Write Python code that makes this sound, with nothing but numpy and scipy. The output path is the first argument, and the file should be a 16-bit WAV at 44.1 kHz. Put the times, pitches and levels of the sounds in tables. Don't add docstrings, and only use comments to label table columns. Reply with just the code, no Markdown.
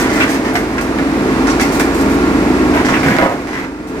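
import sys
import numpy as np
from scipy import signal
from scipy.fft import rfft, irfft
from scipy.io import wavfile
from scipy.ndimage import uniform_filter1d

SR = 44100
rng = np.random.default_rng(int(sys.argv[2]) if len(sys.argv) > 2 else 0)


def master(y):
    cut = np.clip(np.atleast_2d(y).T, -1, 1)
    pcm = np.round(cut * 32767)
    wavfile.write(sys.argv[1], SR, pcm.astype(np.int16))


N = 176400
T = np.arange(N) / SR
SIDES = np.array([[1], [-1]])

# t/s, length/s, panel level/dB, fold level/dB, crack level/dB
CRUNCHES = [(0, .08, -26, -22, -35), (0.094, .11, -27, -23.5, -33.5), (0.202, 0.039, -23.5, -17.5, -32),
            (0.279, .09, -31.5, -25.5, -36.5), (0.448, .05, -25, -27, -39),
            (0.555, .015, -39, -20.5, -33.5), (0.781, 0.015, -40, -26, -39), (0.986, .008, -30, -26, -48),
            (1.47, .04, -24.5, -25, -28), (1.597, .015, -28, -21.5, -28.5), (1.611, .022, -34, -36, -29),
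            (1.649, .12, -32, -33, -38), (1.799, .015, -26, -22, -33), (2.738, .08, -22.5, -21.5, -40),
            (2.849, .055, -27.5, -22.5, -31), (2.89, .045, -20, -23, -37), (2.939, 0.031, -28, -20, -39),
            (2.972, .05, -46, -31, -39), (3.032, .03, -34, -21, -38), (3.062, .095, -19, -20, -36.5),
            (3.165, .015, -25, -25.5, -37), (3.186, 0.016, -21.5, -19, -54), (3.212, .055, -18, -21, -41),
            (3.296, .05, -23, -33.5, -49), (3.472, .06, -35, -31.5, -43),
            (3.531, 0.062, -31.5, -25.5, -41.5), (3.599, .05, -31, -30, -47)]
# f/Hz, level/dB
PANEL_SPECTRUM = [(60, -34), (130, 5.5), (400, 2.5), (600, 2.5), (1000, 2.5), (1400, -7), (3000, -38)]
FOLD_SPECTRUM = [(500, -16), (1100, -7), (1550, 2), (2100, 2), (2600, -9), (3200, -12.5), (7000, -37)]
CRACK_SPECTRUM = [(1500, -40), (3000, -6), (5500, 2), (8000, -5), (11000, -16), (15500, -51)]
# t/s, level/dB
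BOOMS = [(2.742, -30), (3.062, -24.5), (3.187, -14.5), (3.222, -15), (3.258, -18)]
# f/Hz, level/dB, t60/s
BIN_MODES = [(317.5, 7, 0.11), (536, -1.5, 0.27), (645, 3.5, 0.14), (693, -4.5, 0.68), (820, -7, .3),
             (974, -2.5, 0.35), (1116, -12, 0.29), (1255, -4.5, 0.33)]
# t/s, level/dB, f/Hz favoured by the struck spot
KNOCKS = [(.208, -15, 2020), (.784, -18, 1400), (.985, -26, 1400), (1.479, -19.5, 1300),
          (1.609, -23.5, 1830), (1.8, -22, 1810), (2.882, -17.5, 1260)]
# f/Hz, level/dB
SHEET_MODES = [(1090, -2), (1195, -5), (1415, -1), (1740, -5), (1960, -5.5), (2350, 0), (2620, 0),
               (3400, -2)]
# t/s, length/s, f/Hz, width/Hz, level/dB
CREAKS = [(0.204, 0.024, 2640, 600, -21), (.533, .025, 703, 70, -18.5), (1.604, 0.042, 790, 150, -22),
          (1.605, 0.042, 2070, 200, -21.5), (2.74, 0.022, 650, 130, -21.5), (2.744, 0.039, 910, 150, -24),
          (2.937, .016, 2530, 520, -19), (3.062, 0.035, 1640, 170, -21)]
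# t/s, length/s, level/dB
DRAGS = [(2.8, 0.097, -28), (3.04, 0.081, -19)]
# f/Hz, level/dB
RUMBLE_SPECTRUM = [(50, -33), (90, -15), (125, 4), (170, -13), (260, -6), (1000, -60)]
# t/s, level/dB
CLINKS = [(.552, -18)]
# f/Hz, level/dB, t60/s
CLINK_MODES = [(1975, -2, .14), (2020, -1, .25), (2125, -3, .3), (4170, -8, .1)]
# t/s, length/s, level/dB
TRICKLES = [(0, .03, -28.5), (.13, .11, -33.5), (0.291, .07, -31.5), (.555, .04, -35), (0.811, .015, -34),
            (1.609, 0.02, -28.5), (1.722, .055, -30.5), (1.796, .012, -26), (1.945, .08, -33),
            (2.098, .05, -36.5), (2.852, 0.05, -45), (3.031, .13, -41), (3.165, 0.076, -47),
            (3.872, .03, -45.5)]
# f/Hz, level/dB
GRIT_SPECTRUM = [(2500, -2), (5000, 5), (8000, 4.5), (11000, -1), (15500, -2.5)]

# t/s, exhaust level/dB, clatter level/dB, drone level/dB
MACHINE_LEVELS = [(0, -17, -20.5, -27.5), (.2, -15.5, -17.5, -34), (.4, -18.5, -20, -36),
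                  (.7, -19, -21.5, -30.5), (1.05, -16, -20, -32), (1.45, -14, -17, -26),
                  (1.8, -14.5, -18, -30), (2.1, -13, -17.5, -26), (2.7, -12, -17.5, -25),
                  (2.95, -16.5, -18, -33), (3.1, -20, -17.5, -33), (3.21, -19.5, -23, -51),
                  (3.42, -25, -25, -37.5), (3.62, -25, -28, -45), (3.75, -25, -31.5, -36),
                  (3.87, -25.5, -31, -39), (4, -21, -25, -33.5)]
# f/Hz, width/Hz, level/dB
EXHAUST_MODES = [(156, 94, -17.5), (208.2, 25.6, -5.5), (268.8, 25, -1), (312, 24.3, 0),
                 (372.8, 40.4, -5.5)]
# multiple of the revolution, level/dB re exhaust level
HUM_ORDERS = [(14, -11.5), (15, -11.5)]
# f/Hz, level/dB
CLATTER_SPECTRUM = [(25, -24), (50, -8), (100, 1), (200, 5), (420, 1.5), (900, -0.5), (1350, -5),
                    (2000, -5.5), (2550, -9), (3100, -17), (4800, -18.5), (8000, -24.5), (11000, -30.5),
                    (15500, -36.5)]
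# f/Hz, level/dB re exhaust level
WHINES = [(435.3, -12.5), (656, -22.5), (931, -23.5), (1093, -21.5), (1385, -20.5), (1968, -25)]
# f/Hz, level/dB re drone level
DRONES = [(50.4, -2.5), (72.9, -3)]

# f/Hz, correlation/0-1
MIC_LIKENESS = [(60, 0.99), (110, 0.97), (350, 1), (550, 0.94), (900, 0.76), (1400, 0.95), (2000, 0),
                (4500, 0), (15000, 0)]
# f/Hz, left minus right level/dB
MIC_BALANCE = [(350, -1), (700, -2), (1200, -8), (2300, 1), (4500, -2.5), (8000, 0)]

REV_HZ, FIRINGS_PER_REV, PUFF_DECAY_S = 18.22, 4, 0.024
SNAPS_PER_S, SNAP_SPREAD_DB, FIRST_SNAP_DB, RUN_FADE_DB = 260, 4.5, 7.5, 1.5
SHEET_T60_S, SPOT_FOCUS_DB, BUCKLE_BLUR_HZ = .22, 12, 11
CREAK_RISE_S, CREAK_T60_S, SLIP_RATE_HZ, SLIP_SPREAD_DB = .003, .15, 140, 3
DIRECT_DB, DIRECT_T60_S, DIRECT_TOP_HZ = 5, .009, 3000
EARLY_T60_S, TAIL_T60_S, TAIL_DB = 0.061, 0.3, -1
EXHAUST_BAND_HZ, GAS_DB, EXHAUST_SIDE_DB, CLATTER_THROB = (85, 516), -.5, -20, 0.33
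RIGHT_LAG_S, CUTOFF_HZ = .00015, 15400


def crunches():
    s, length, *levels = np.transpose(CRUNCHES)
    spectra = (PANEL_SPECTRUM, FOLD_SPECTRUM, CRACK_SPECTRUM)
    return sum(snap_runs(zip(s, length, db), spectrum) for db, spectrum in zip(levels, spectra))


def booms():
    return struck(BOOMS, BIN_MODES, spread_db=1, attack_s=.0013)


def knocks():
    out = 0
    for s, knock_db, spot_hz in KNOCKS:
        modes = [(hz, db - SPOT_FOCUS_DB * np.log2(hz / spot_hz) ** 2, SHEET_T60_S)
                 for hz, db in SHEET_MODES]
        out = out + struck([(s, knock_db)], modes, spread_db=1.5, attack_s=.0005)
    return out


def creaks():
    out, t = np.zeros((2, N + SR)), T[:SR // 3]
    for s, length, hz, width_hz, db in CREAKS:
        band = [(hz / 2, -40), (hz - width_hz, -12), (hz, 0), (hz + width_hz, -12), (hz * 2, -40)]
        ring = at_mics(rng.standard_normal((2, len(t))), band)
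        ring /= np.sqrt(uniform_filter1d(np.mean(ring ** 2, axis=0), size=1000) + 1e-20)
        slips_db = SLIP_SPREAD_DB * drift(SLIP_RATE_HZ)[:len(t)] * (t < length)
        release_db = -60 * np.maximum(t - length, 0) / CREAK_T60_S
        envelope = (1 - np.exp(-t / CREAK_RISE_S)) * amp(db + slips_db + release_db)
        start = int(s * SR)
        out[:, start:start + len(t)] += envelope * ring
    return out[:, :N]


def wall_rumble():
    return snap_runs(DRAGS, RUMBLE_SPECTRUM)


def clink():
    return struck(CLINKS, CLINK_MODES, spread_db=.5, attack_s=.001)


def grit():
    return snap_runs(TRICKLES, GRIT_SPECTRUM)


def engine(exhaust_db, clatter_db):
    firing_hz = REV_HZ * FIRINGS_PER_REV
    since_firing_s = T % (1 / firing_hz)
    puffs = rms_one(np.exp(-since_firing_s / PUFF_DECAY_S))
    gas = puffs * turning_noise(share=.3)
    pipe = sum((-1) ** k * amp(db) * resonate(gas, hz, width)
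               for k, (hz, width, db) in enumerate(EXHAUST_MODES))
    mid, side = signal.sosfilt(signal.butter(2, EXHAUST_BAND_HZ, "band", fs=SR, output="sos"), pipe)
    steady_mid = mid / np.sqrt(uniform_filter1d(mid ** 2, size=2600) + 1e-20)
    exhaust = steady_mid + amp(EXHAUST_SIDE_DB) * rms_one(side) * SIDES
    clatter = at_mics(turning_noise(share=.24) * (1 + CLATTER_THROB * puffs), CLATTER_SPECTRUM)
    hum = tones([(order * REV_HZ, db) for order, db in HUM_ORDERS], waver_db=2, wander_hz=2)
    return amp(exhaust_db) * (amp(GAS_DB) * exhaust + hum) + amp(clatter_db) * clatter


def pump_whine(exhaust_db):
    return amp(exhaust_db) * tones(WHINES, waver_db=2, wander_hz=1.13)


def drone(drone_db):
    return amp(drone_db) * tones(DRONES, waver_db=1.5, wander_hz=.51)


def snap_runs(runs, spectrum):
    out = np.zeros((2, N + SR))
    for s, length, db in runs:
        count = max(2, int(length * SNAPS_PER_S))
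        jitter = np.append(0, rng.random(count - 1))
        along = (np.arange(count) + jitter) / count
        scatter_db = SNAP_SPREAD_DB * np.clip(rng.standard_normal(count - 1), -2, 2)
        sizes_db = np.append(FIRST_SNAP_DB, scatter_db) - RUN_FADE_DB * along
        snaps = rng.choice([-1, 1], count) * amp(sizes_db)
        clicks = np.bincount((along * length * SR).astype(int), snaps)
        sound = in_bin(clicks, spectrum)
        start, span = int(s * SR), sound.shape[1]
        active_share = (length + EARLY_T60_S) * SR / span
        out[:, start:start + span] += amp(db) * rms_one(sound) * np.sqrt(active_share)
    return out[:, :N]


def struck(blows, modes, spread_db, attack_s):
    out = np.zeros((2, N))
    for s, blow_db in blows:
        start = int(s * SR)
        t = T[:min(SR, N - start)]
        for hz, db, t60 in modes:
            phase = 2 * np.pi * rng.random() + rng.standard_normal((2, 1)) * (1 - at_hz(MIC_LIKENESS, hz))
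            buckle = np.cumsum(rng.standard_normal(len(t))) * np.sqrt(2 * np.pi * BUCKLE_BLUR_HZ / SR)
            side_db = spread_db * rng.standard_normal((2, 1)) + SIDES * at_hz(MIC_BALANCE, hz) / 2
            envelope = amp(blow_db + db + side_db - 60 * t / t60) * (1 - np.exp(-t / attack_s))
            out[:, start:start + len(t)] += envelope * np.sin(2 * np.pi * hz * t + phase + buckle)
    return out


def tones(lines, waver_db, wander_hz):
    out = 0
    for hz, db in lines:
        phase = 2 * np.pi * (np.cumsum(hz + wander_hz * drift(3.7)) / SR + rng.random())
        apart = SIDES * np.arccos(at_hz(MIC_LIKENESS, hz)) / 2
        out = out + np.sqrt(2) * amp(db + waver_db * drift(4)) * np.sin(phase + apart)
    return out


def turning_noise(share):
    loop = rng.standard_normal((2, round(SR / REV_HZ)))
    repeating = loop[:, np.arange(N) % loop.shape[1]]
    return np.sqrt(share) * repeating + np.sqrt(1 - share) * rng.standard_normal((2, N))


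def in_bin(clicks, spectrum):
    t = T[:SR // 3]
    spot = at_mics(rng.standard_normal((2, len(t))), spectrum)
    dull = signal.sosfiltfilt(signal.butter(2, DIRECT_TOP_HZ, fs=SR, output="sos"), spot)
    direct = dull * amp(DIRECT_DB - 60 * t / DIRECT_T60_S)
    echo = spot * (amp(-60 * t / EARLY_T60_S) + amp(TAIL_DB - 60 * t / TAIL_T60_S))
    return signal.fftconvolve(clicks[None], direct + echo)


def at_mics(pair, spectrum):
    size = pair.shape[1]
    hz = np.fft.rfftfreq(size, 1 / SR)
    mid, side = rfft(pair) * amp(at_hz(spectrum, hz))
    alike = np.clip(at_hz(MIC_LIKENESS, hz), -.99, .99)
    both = np.sqrt(1 + alike) * mid + SIDES * np.sqrt(1 - alike) * side
    return rms_one(irfft(both * amp(SIDES * at_hz(MIC_BALANCE, hz) / 2), size))


def resonate(x, hz, width_hz):
    r = np.exp(-np.pi * width_hz / SR)
    poles = [1, -2 * r * np.cos(2 * np.pi * hz / SR), r * r]
    return signal.lfilter(np.array([1, 0, -1]) * (1 - r * r) / 2, poles, x)


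def drift(rate_hz):
    hz = np.fft.rfftfreq(N, 1 / SR)
    return rms_one(irfft(rfft(rng.standard_normal(N)) / (1 + (hz / rate_hz) ** 2), N))


def at_hz(points, hz):
    f, value = np.transpose(points)
    return np.interp(np.log(hz + 1), np.log(f), value)


def amp(db):
    return 10 ** (np.asarray(db) / 20)


def rms_one(x):
    return x / np.sqrt(np.mean(x ** 2) + 1e-20)


def scene():
    s, *levels = np.transpose(MACHINE_LEVELS)
    exhaust_db, clatter_db, drone_db = (np.interp(T, s, db) for db in levels)
    car = crunches() + booms() + knocks() + creaks() + wall_rumble() + clink() + grit()
    machinery = engine(exhaust_db, clatter_db) + pump_whine(exhaust_db) + drone(drone_db)
    left, right = car + machinery
    late_right = np.interp(np.arange(N) - round(RIGHT_LAG_S * SR), np.arange(N), right)
    return np.array([left, late_right])


def record(dry):
    rounded = dry / (1 + dry ** 8) ** (1 / 8)
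    return signal.sosfilt(signal.ellip(10, .2, 80, CUTOFF_HZ, fs=SR, output="sos"), rounded)


dry = scene()
out = record(dry)
master(out)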